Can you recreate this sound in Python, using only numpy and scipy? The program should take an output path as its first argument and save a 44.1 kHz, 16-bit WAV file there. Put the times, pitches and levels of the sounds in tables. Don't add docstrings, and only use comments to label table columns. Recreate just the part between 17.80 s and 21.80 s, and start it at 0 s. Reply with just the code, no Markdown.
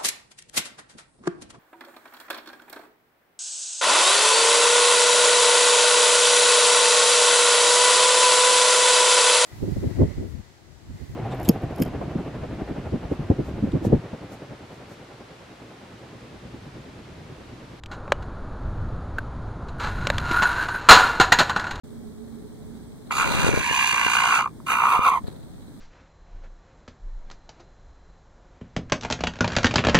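import sys
import numpy as np
from scipy import signal
from scipy.fft import rfft, irfft, next_fast_len
from scipy.io import wavfile

SR = 44100
rng = np.random.default_rng(int(sys.argv[2]) if len(sys.argv) > 2 else 0)


def output_pcm(signal):
    pcm = np.clip(np.atleast_2d(signal).T, -1, 1) * 32767
    wavfile.write(sys.argv[1], SR, np.round(pcm).astype(np.int16))


N = 176400
TIME = np.arange(N) / SR

# pitch_hz, level_db
DISTANT_TONE = [(150, 4), (1400, -2.5), (2000, -18.5), (2800, -25), (4200, -24.5), (5500, -34.5),
                (7000, -33), (8500, -46), (9700, -34)]
# pitch_hz, gain_db
DISTANT_TOP_CUT = [(9800, 0), (13000, -35)]
# time_s, gain_db
DISTANT_FADE_IN = [(0, -19), (.08, -8), (.13, -0.5)]
# pitch_hz, level_db
WIND_TONE = [(15, 1), (105, 0.5), (160, -8), (300, -15.5), (2000, -76)]
# time_s, level_db
WIND_GUSTS = [(0, -46), (.15, -38), (.76, -33.5), (.84, -28.5), (1.03, -29.5), (1.28, -33.5), (1.95, -34),
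              (2.3, -26), (2.9, -38.5)]
# pitch_hz, fade_s
ECHO_FADES = [(100, 1), (1200, 0.66), (7000, 0.42), (12500, 0.54)]
# start_s, level_db, treble_db, ring_db
CLICKS = [(0.0363, -33.5, 7.5, -8), (0.0596, -37.5, 12.5, -4), (0.2784, -26.5, -16, 2), (.321, -7, -0.5, 3),
          (2.2705, -16.5, 8.5, 0), (2.301, -6, -2, -3), (2.382, -15.5, 8, -8)]
# pitch_hz, level_db, fade_s
CLICK_NOTES = [(568, 5.5, 0.028), (1320, 2, 0.0052), (2330, -1, 0.014), (2860, -6, 0.0048),
               (2940, -24, 0.13), (3870, -14.5, 0.025)]
# pitch_hz, level_db
CRACK_TONE = [(100, -49.5), (340, -2.5), (550, -5.5), (900, 5.5), (1600, 4.5), (2200, -4), (4300, -9),
              (5400, -17.5), (7200, -14.5), (8500, -25.5), (12500, -27.5), (15000, -45.5)]
# pitch_hz, level_db, fade_s
SHELL_NOTES = [(770, -3.5, 0.11), (970, 7.5, 0.12), (1200, -13, 0.22), (1303, -3, 0.052), (1451, 1, 0.12),
               (1690, 4.5, 0.18), (2770, -3.5, 0.022), (3953, 6, 0.024), (4184, 1, 0.014),
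               (6800, -4.5, 0.081)]
# time_s, level_db
MOTOR_EFFORT = [(1.985, -62), (2.0, -32), (2.08, -33), (2.12, -40.5), (2.42, -35.5), (2.53, -27.5),
                (2.84, -29.5), (2.87, -35.5), (3.06, -36.5), (3.9, -39.5)]
# time_s, pitch_hz, level_db
GEAR_WHINE = [(2.33, 1441, -39), (2.50, 1421, -31.5), (2.575, 1424, -17), (2.61, 1443, -24),
              (2.68, 1435, -21.5), (2.74, 1500, -30), (2.83, 1563, -26.5), (2.87, 1534, -39),
              (2.96, 1492, -25.5), (3.05, 1408, -56), (3.2, 1415, -17.5), (3.6, 1481, -62)]
# pitch_hz, width_hz, level_db
GEAR_SIZZLE = [(9530, 180, -29.5), (12500, 300, -33)]
# start_s, level_db, decay_s, treble_db
JOLTS = [(0.112, -34, 0.021, 2), (.423, -40, 0.0057, 2), (1.881, -41.5, 0.011, 2.5),
         (1.997, -26.5, 0.0096, -1), (2.033, -25.5, 0.04, -3), (2.620, -11.5, 0.011, -2.5),
         (2.883, -24, 0.012, -2.5), (2.945, -23.5, 0.006, -7), (3.165, -16, 0.097, -1),
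         (3.204, -11.5, 0.0018, -6), (3.693, -16.5, 0.012, 0.5), (3.760, -14.5, .012, -5.5),
         (3.793, -25, 0.016, 2), (3.839, -23.5, 0.0099, -5), (3.865, -24.5, 0.015, -3.5),
         (3.906, -25.5, 0.0086, 3.5), (3.954, -45, 0.0042, 18.5)]
# start_s, level_db, swell_s, decay_s, low_ring_hz, high_ring_hz, treble_db, thump_db
HITS = [(2.51, -21.5, 0.0026, 0.0076, 1025, 1440, 2, 6), (3.088, 3, 0.0015, 0.033, 1280, 1387, 2.5, -24),
        (3.106, 1, 0.0065, 0.025, 770, 1444, 4.5, -15), (3.3999, -6, 0.00076, 0.021, 790, 1436, 0.5, -2.5),
        (3.52, -4, 0.0036, 0.011, 1008, 1864, 2, -22.5), (3.587, -11, 0.0017, 0.017, 892, 1500, 6, -13),
        (3.602, -12.5, 0.0032, 0.015, 634, 1725, 0, -3.5)]


def amp(db):
    return 10 ** (np.asarray(db) / 20)


def unit_level(x):
    return x / np.sqrt(np.mean(x ** 2) + 1e-20)


def unit_energy(x):
    return x / np.sqrt(np.sum(x ** 2) + 1e-20)


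def over_time(table, column=1):
    rows = np.array(table)
    return np.interp(TIME, rows[:, 0], rows[:, column])


def at_pitch(table, hz):
    pitches, values = np.transpose(table)
    return np.interp(np.log(hz + 1), np.log(pitches + 1), values)


def add(mix, start_s, sound):
    part = mix[max(round(start_s * SR), 0):][:len(sound)]
    part += sound[:len(part)]


def colour(x, tone):
    size = next_fast_len(2 * len(x))
    log_gain = np.log(amp(at_pitch(tone, abs(np.fft.fftfreq(size, 1 / SR)))))
    response = np.exp(np.conj(signal.hilbert(log_gain)))
    return np.fft.ifft(np.fft.fft(x, size) * response).real[:len(x)]


def brighten(x, db, treble_hz=2230):
    return colour(x, [(treble_hz / np.sqrt(2), 0), (treble_hz * np.sqrt(2), db)])


def top_treble(x, force_db):
    return colour(x, [(13800, 0), (14600, 8 + 0.75 * force_db)])


def resonate(x, hz, width_hz):
    turn = np.exp(2j * np.pi * np.cumsum(hz * np.ones(len(x))) / SR)
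    feedback = np.exp(-np.pi * width_hz / SR)
    return 2 * (turn * signal.lfilter([1 - feedback], [1, -feedback], x / turn + 1e-18)).real


def ring(force, notes):
    t = np.arange(SR // 5) / SR
    response = 0
    for k, (hz, db, fade_s) in enumerate(notes):
        note = np.sin(2 * np.pi * hz * t) * np.exp(-np.log(1000) * t / fade_s)
        response += (-1) ** k * amp(db) * unit_energy(note)
    return signal.fftconvolve(force, response)[:len(force)]


def outdoors(distant_db=-40):
    air, wind, lumps = rng.standard_normal((3, N))
    wash = unit_level(colour(colour(air, DISTANT_TONE), DISTANT_TOP_CUT))
    rumble = unit_level(colour(wind, WIND_TONE))
    flicker_db = 0.74 * unit_level(resonate(resonate(lumps, 0, 15), 0, 15))
    gusts = amp(over_time(WIND_GUSTS) + flicker_db)
    return amp(distant_db + over_time(DISTANT_FADE_IN)) * wash + gusts * rumble


def courtyard(x, tail_db=-16, slap_db=-26, slap_decay_s=0.023):
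    t = np.arange(SR) / SR
    hz, times, bands = signal.stft(rng.standard_normal(SR), SR, nperseg=256)
    fade = np.exp(-np.log(1000) * times / at_pitch(ECHO_FADES, hz)[:, None])
    tail = signal.istft(bands * fade, SR)[1][:SR] * np.minimum(t / 0.028, 1)
    slaps = rng.standard_normal(SR) * (rng.random(SR) < 600 / SR)
    slaps *= np.exp(-t / slap_decay_s) * (t > .004)
    response = amp(tail_db) * unit_energy(tail) + amp(slap_db) * unit_energy(slaps)
    return signal.fftconvolve(x, response)[:N]


def moving_echoes(x, swell_every_s=.25):
    turn = np.pi * TIME / swell_every_s
    return sum(courtyard(x * np.sqrt(2 / 3) * np.cos(turn + k * np.pi / 3)) for k in range(3))


def click(level_db, treble_db, ring_db, scuff_decay_s=0.0028):
    t = np.arange(SR // 10) / SR
    burst = np.exp(-t / scuff_decay_s) * rng.standard_normal(len(t))
    scuff = unit_energy(top_treble(colour(burst, CRACK_TONE), force_db=-51))
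    hollow = unit_energy(ring(1. * (t == 0), CLICK_NOTES))
    return amp(level_db) * 10 * brighten(amp(-6.5) * scuff + amp(ring_db) * hollow / 2, treble_db)


def plastic_shell(force, corners=3, detune=.03, notes_db=-5):
    struck_corner = rng.integers(0, corners, len(force))
    ringing = 0
    for corner in range(corners):
        shifts = 1 + detune * rng.uniform(-1, 1, len(SHELL_NOTES))
        notes = [(hz * shift, db, fade_s) for (hz, db, fade_s), shift in zip(SHELL_NOTES, shifts)]
        ringing += ring(force * (struck_corner == corner), notes)
    crack = unit_energy(colour(force, CRACK_TONE))
    return unit_energy(crack + amp(notes_db) * unit_energy(ringing))


def gear_sizzle(samples):
    sizzle = 0
    for hz, width_hz, db in GEAR_SIZZLE:
        hiss = resonate(rng.standard_normal(samples), hz, width_hz)
        sizzle += amp(db) * unit_level(resonate(hiss, hz, width_hz))
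    return sizzle


def motor_kick(level_db=-20.5, pitch_hz=1548, swell_s=0.0021):
    t = np.arange(SR // 10) / SR
    loudness = t / swell_s * np.exp(1 - t / swell_s)
    scuff = unit_level(brighten(colour(rng.standard_normal(len(t)), CRACK_TONE), db=-7))
    whine = unit_level(np.sin(2 * np.pi * pitch_hz * t))
    return amp(level_db) * loudness * (whine + gear_sizzle(len(t)) + amp(-5.5) * scuff)


def motor(pitch_waver=.015, flutter_db=2.5):
    waver = unit_level(resonate(rng.standard_normal(N), 0, width_hz=40))
    hz = over_time(GEAR_WHINE) * (1 + pitch_waver * waver)
    teeth_passed = np.floor(np.cumsum(hz) / SR)
    ticks = np.diff(teeth_passed, prepend=0) * rng.standard_normal(N)
    wobble = unit_level(resonate(resonate(rng.standard_normal(N), 75, 90), 0, 290))
    flutter = unit_level(amp(flutter_db * wobble))
    ticking = brighten(unit_level(plastic_shell(ticks)), db=-3.5)
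    ticking = top_treble(ticking, force_db=-59) * amp(over_time(MOTOR_EFFORT))
    whine = resonate(rng.standard_normal(N), hz, width_hz=50)
    whine = unit_level(resonate(whine, hz, width_hz=200))
    singing = (whine + gear_sizzle(N)) * flutter * amp(over_time(GEAR_WHINE, column=2))
    running = TIME > MOTOR_EFFORT[0][0]
    return (ticking + singing) * running


def car_hit(level_db, swell_s, decay_s, low_ring_hz, high_ring_hz, treble_db, thump_db):
    taps_per_s, tap_spread_db = 3500, 4
    ring_fade_s, thump_hz, push_decay_s = 0.024, 240, 0.0065
    t = np.arange(SR // 4) / SR
    strength = np.minimum((t + 1 / SR) / swell_s, 1) * np.exp(-np.maximum(t - swell_s, 0) / decay_s)
    direction, size = rng.standard_normal((2, len(t)))
    taps = rng.random(len(t)) < taps_per_s / SR
    force = strength * taps * np.sign(direction) * amp(tap_spread_db * np.clip(size, -2, 2))
    force[0] = 2 * np.exp(-swell_s / .002)
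    notes = sum(unit_energy(ring(force, [(hz, 0, ring_fade_s)])) for hz in (low_ring_hz, high_ring_hz))
    push = force * np.exp(-t / push_decay_s)
    thump = unit_energy(resonate(resonate(push, thump_hz, 280), thump_hz, 560))
    clatter = unit_energy(plastic_shell(force) + amp(-4.5) * notes)
    clatter = top_treble(brighten(clatter, treble_db), level_db)
    return amp(level_db) * np.linalg.norm(strength) * (clatter + .5 * amp(thump_db) * thump)


def scene():
    car, close = motor(), np.zeros(N)
    add(close, start_s=1.3835, sound=motor_kick())
    for start_s, *settings in HITS:
        add(car, start_s, car_hit(*settings))
    for start_s, level_db, decay_s, treble_db in JOLTS:
        jolt = car_hit(level_db, swell_s=0.0041, decay_s=decay_s, low_ring_hz=890, high_ring_hz=1500,
                       treble_db=treble_db, thump_db=-11)
        add(car, start_s, jolt)
    for start_s, *settings in CLICKS:
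        add(close, start_s, click(*settings))
    echoes = moving_echoes(car + amp(-17) * close)
    mono = car + close + echoes + outdoors()
    return np.array([mono, mono])


def record(dry):
    overloaded = dry / (1 + abs(dry) ** 8) ** (1 / 8)
    dip_hz, dip_width_hz, dip_db, highest_hz = 11050, 2600, -36, 15750
    dip = [(dip_hz - dip_width_hz / 2, 0), (dip_hz, dip_db), (dip_hz + dip_width_hz / 2, 0)]
    dip_gain = amp(at_pitch(dip, np.fft.rfftfreq(N, 1 / SR)))
    dipped = irfft(rfft(overloaded) * dip_gain, N)
    top_cut = signal.firwin(301, highest_hz, window=("kaiser", 7), fs=SR)
    return np.clip(signal.oaconvolve(dipped, top_cut[None], "same"), -1, 1)


dry = scene()
out = record(dry)
output_pcm(out)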